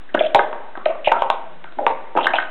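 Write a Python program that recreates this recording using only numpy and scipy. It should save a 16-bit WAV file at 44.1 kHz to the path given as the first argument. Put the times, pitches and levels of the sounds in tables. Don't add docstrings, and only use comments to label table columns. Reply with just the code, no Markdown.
import sys
import numpy as np
from scipy import signal
from scipy.fft import rfft, irfft, next_fast_len
from scipy.io import wavfile

SR = 44100
rng = np.random.default_rng(int(sys.argv[2]) if len(sys.argv) > 2 else 0)


def decibels_to_gain(level_db):
    exponent = np.asarray(level_db, float) / 20
    return 10 ** exponent


def put_to_file(sound):
    columns = np.atleast_2d(sound).T
    safe = np.clip(columns, -1, 1)
    whole_steps = np.round(safe * 32767)
    wavfile.write(sys.argv[1], SR, whole_steps.astype(np.int16))


N = 110250

# [t/s, peak level/dB, centre of the modes struck f/Hz, their spread/octaves, crack over body level/dB]
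SET_DOWN = [(.145, -11, 494, .5, -23), (.148, -0.5, 800, 1.1, -31), (.208, -2, 630.4, 0.11, -25),
            (.347, 7, 780, 0.2, -5.5), (.358, -6, 637, 0.25, -20.5), (.392, -1, 940, 0.71, -8),
            (.529, -13, 800, 1, -15), (.753, -21.5, 1250, 0.52, -20.5), (.775, -19, 590, 0.92, -9.5),
            (.858, -3, 632, 0.11, 1), (.892, -16.5, 641, 0.072, -23), (.955, -23, 606, 0.38, -24),
            (1.073, -1, 742, 0.45, -19), (1.118, 1.5, 877, 0.5, -12), (1.165, -13, 620, 0.42, -19),
            (1.221, -0.5, 890, 0.42, -14), (1.231, -13.5, 923, 0.24, -1), (1.301, 0.5, 939, 0.42, -5.5),
            (1.311, -13, 920, .2, -20.5), (1.642, -22.5, 1297, 1.1, -7.5), (1.723, -32.5, 734, 0.78, 2.5),
            (1.786, -10, 686.5, .17, -21), (1.866, 0.5, 792, 0.34, -5), (1.882, -14, 920, 0.17, -7.5)]
SLAMS = [(2.152, -11.5, 397, 0.77, -37), (2.162, -7.5, 500, 0.93, -37), (2.172, 0.5, 800, 0.55, -34),
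         (2.178, -9, 800, 0.36, -9), (2.186, -5.5, 950, 0.32, -13), (2.209, -15.5, 640, 0.54, -2),
         (2.245, -17, 710, 0.33, 8.5), (2.256, -7.5, 705, 0.66, -23), (2.268, 0.5, 1674, 0.39, -6.5),
         (2.284, -12, 1600, 0.23, -23), (2.336, -6, 787, 0.35, -5.5), (2.346, -18, 888, 0.23, 2),
         (2.356, -15, 800, 0.66, 7), (2.385, -4, 1920, 0.67, -7), (2.401, -11.5, 1570, 0.61, -6),
         (2.426, -16, 1494, 0.7, 1.5)]
RATTLE_TIMES = [.091, .142, .170, .192, .201, .224, .236, .244, .260, .56, .76, .855, .90, 1.045, 1.058,
                1.076, 1.082, 1.093, 1.13, 1.19, 1.42, 1.65, 1.77, 1.80, 2.165, 2.205, 2.229, 2.245, 2.336,
                2.354]
# [level/dB, pitch f/Hz, length t/s]
RATTLES = [(-43.5, 1710, 0.015), (-28, 2900, 0.015), (-23.5, 1610, .011), (-21, 3110, 0.01),
           (-25.5, 2300, 0.0089), (-27, 3510, 0.0025), (-28.5, 2810, .0041), (-31.5, 2710, 0.012),
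           (-28, 3310, .011), (-40.5, 910, .141), (-42, 1200, .081), (-21.5, 2810, .0041),
           (-42, 1140, .101), (-25.5, 2810, 0.012), (-21, 2740, 0.013), (-17, 2300, .0031),
           (-19, 2840, .0041), (-30, 1900, 0.0097), (-28.5, 1310, 0.057), (-41, 3310, 0.031),
           (-56, 170, 0.23), (-46, 1400, 0.057), (-39, 310, 0.022), (-29.5, 550, 0.059),
           (-31.5, 2710, 0.033), (-28.5, 2770, 0.016), (-27, 3210, .014), (-24.5, 3010, 0.018),
           (-21.5, 2610, 0.013), (-24, 2930, 0.023)]
# [f/Hz, level/dB, time to fall 60 dB t/s]
CUP_MODES = [(371.5, 2, 0.028), (547, -3, .04), (632, 0.5, 0.036), (709.5, 2.5, 0.025), (800, 0.5, 0.036),
             (920, 2, 0.036), (999.4, -1, 0.028), (1143, -3, .03), (1250, -4.5, 0.035), (1278, -5.5, 0.037),
             (1542, 4.5, 0.024), (1588, -7, 0.01), (1834, -3.5, 0.034), (2143, -2.5, 0.027)]
# [f/Hz, time to fall 60 dB t/s]
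ROOM_DECAY = [(150, 0.8), (500, 0.83), (900, 0.59), (2000, 0.89), (4000, .4)]
# [f/Hz, level/dB]
ROOM_COLOUR = [(150, 5), (700, 1), (1500, -2), (3000, -3)]
# [delay t/s, level/dB]
NEAR_WALLS = [(.011, -17.5), (.016, -16.5), (.026, -19.5)]
# [f/Hz, level/dB per Hz]
HUM_COLOUR = [(60, -7.5), (200, 0), (600, -1.5), (1500, -3), (3000, -10), (4200, -11.5)]
# [f/Hz, level/dB]
MIC_COLOUR = [(700, 1), (2000, 0.5), (3200, -3), (3900, 0)]

BODY_DB, ATTACK_S = -2, 0.00032
OTHER_MODES_DB = -24
PITCH_SCATTER, LEVEL_SCATTER_DB, PHASE_SCATTER_RAD = .008, 2.5, 1.2
CRACK_DB, CRACK_T60_S, CRACK_HZ, CRACK_WIDTH_HZ = 5, 0.0035, 2560, 2500
TICKS_PER_S, TICK_CYCLES, TICK_SPREAD, TICK_SKIRT = 5000, 4.5, .08, .3
ROOM_DB, ROOM_BUILD_S = -10.5, 0.0043
FAR_WALL_S, FAR_WALL_SPREAD_S, FAR_WALL_GAIN = .042, .01, 0.85
HUM_DB, OLD_ECHO_GAIN, OLD_ECHO_T60_S = -48, 0.5, 0.1
MIC_BASS_HZ, MIC_DAMPING = 241, 0.91
FULL = .71
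STEP = FULL / 128
OFFSET = -6 * STEP
EDGE_HZ, EDGE_WIDTH_HZ = 4130, 150


def along(points, hz):
    f, value = np.transpose(points)
    return np.interp(np.log(hz + 1), np.log(f + 1), value)


def filtered(x, response):
    m = next_fast_len(len(x) + 8192)
    spectrum = rfft(x, m) * response(np.fft.rfftfreq(m, 1 / SR))
    return irfft(spectrum, m)[:len(x)]


def peak(hz, width_hz):
    return lambda f: 1j * f * width_hz / (hz * hz - f * f + 1j * f * width_hz)


def knock(db, hz, octaves, crack_db):
    t = np.arange(SR // 10) / SR
    body = np.zeros(len(t))
    for f, level_db, t60 in CUP_MODES:
        fade = decibels_to_gain(level_db + rng.normal(0, LEVEL_SCATTER_DB) - 60 * t / t60)
        struck = decibels_to_gain(OTHER_MODES_DB) + np.exp(-.5 * (np.log2(f / hz) / octaves) ** 2)
        pitch = f * rng.normal(1, PITCH_SCATTER)
        phase = rng.normal(0, PHASE_SCATTER_RAD)
        body += fade * struck * np.sin(2 * np.pi * pitch * t + phase)
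    body *= (1 - np.exp(-t * octaves / ATTACK_S)) ** 2
    burst = rng.standard_normal(len(t)) * decibels_to_gain(-60 * t / CRACK_T60_S)
    crack = filtered(burst, peak(CRACK_HZ, CRACK_WIDTH_HZ))
    body = decibels_to_gain(BODY_DB) * body / np.abs(body).max()
    crack = decibels_to_gain(crack_db + CRACK_DB) * crack / np.abs(crack).max()
    return decibels_to_gain(db) * (body + crack)


def rattle(db, hz, length):
    t = np.arange(round(SR * (length * 1.5 + .03))) / SR
    chance, size, side = rng.random((3, len(t)))
    ticks = (chance < TICKS_PER_S / SR) * np.log(size + 1e-9) * np.sign(side - .5)
    ticks = ticks * np.exp(-(t / length) ** 4)
    low = peak(hz * (1 - TICK_SPREAD / 2), hz / TICK_CYCLES)
    high = peak(hz * (1 + TICK_SPREAD / 2), hz / TICK_CYCLES)
    rung = filtered(ticks, lambda f: low(f) * (high(f) + TICK_SKIRT))
    return decibels_to_gain(db) * rung / np.sqrt(np.sum(rung ** 2) / (length * SR))


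def in_room(x):
    hz, t, noise = signal.stft(rng.standard_normal(SR * 3 // 4), SR, nperseg=256)
    fade_db = -60 * t / along(ROOM_DECAY, hz)[:, None]
    shaped = noise * decibels_to_gain(along(ROOM_COLOUR, hz)[:, None] + fade_db)
    tail = signal.istft(shaped, SR, nperseg=256)[1]
    t = np.arange(len(tail)) / SR
    far_wall = 1 + FAR_WALL_GAIN * np.exp(-.5 * ((t - FAR_WALL_S) / FAR_WALL_SPREAD_S) ** 2)
    tail = tail * (1 - np.exp(-t / ROOM_BUILD_S)) * far_wall
    tail = decibels_to_gain(ROOM_DB) * tail / np.linalg.norm(tail)
    tail[0] = 1
    for delay, db in NEAR_WALLS:
        tail[round(delay * SR * rng.uniform(.9, 1.1))] += decibels_to_gain(db + rng.normal(0, 2))
    return signal.fftconvolve(x, tail)


def add(track, s, x):
    part = track[round(s * SR):][:len(x)]
    part += x[:len(part)]


def cups():
    out = np.zeros(N)
    for s, *blow in SET_DOWN + SLAMS:
        add(out, s, in_room(knock(*blow)))
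    for s, scrape in zip(RATTLE_TIMES, RATTLES):
        add(out, s, in_room(rattle(*scrape)))
    return out


def hum():
    x = filtered(rng.standard_normal(N), lambda hz: decibels_to_gain(along(HUM_COLOUR, hz)))
    old_echo = OLD_ECHO_GAIN * decibels_to_gain(-60 * np.arange(N) / SR / OLD_ECHO_T60_S)
    return decibels_to_gain(HUM_DB) * x / x.std() * (1 + old_echo)


def scene():
    return (cups() + hum())[None]


def mic(hz):
    u = hz / MIC_BASS_HZ
    bass_loss = -u * u / (1 - u * u + 1j * MIC_DAMPING * u)
    return decibels_to_gain(along(MIC_COLOUR, hz)) * bass_loss


def band_limit(x):
    return signal.sosfilt(signal.butter(12, 16800, fs=SR, output="sos"), x)


def record(dry):
    low = signal.resample_poly(filtered(dry[0], mic), 80, 441)
    low = STEP * np.round(np.clip(low + OFFSET, -FULL, FULL) / STEP) - OFFSET
    x = signal.resample_poly(low, 441, 80, window=("kaiser", 12))
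    x = filtered(x, lambda hz: .5 - .5 * np.tanh((hz - EDGE_HZ) / EDGE_WIDTH_HZ))
    x = np.clip(x + OFFSET, -FULL, FULL)
    return band_limit(x[None, :N])


dry = scene()
out = record(dry)
put_to_file(out)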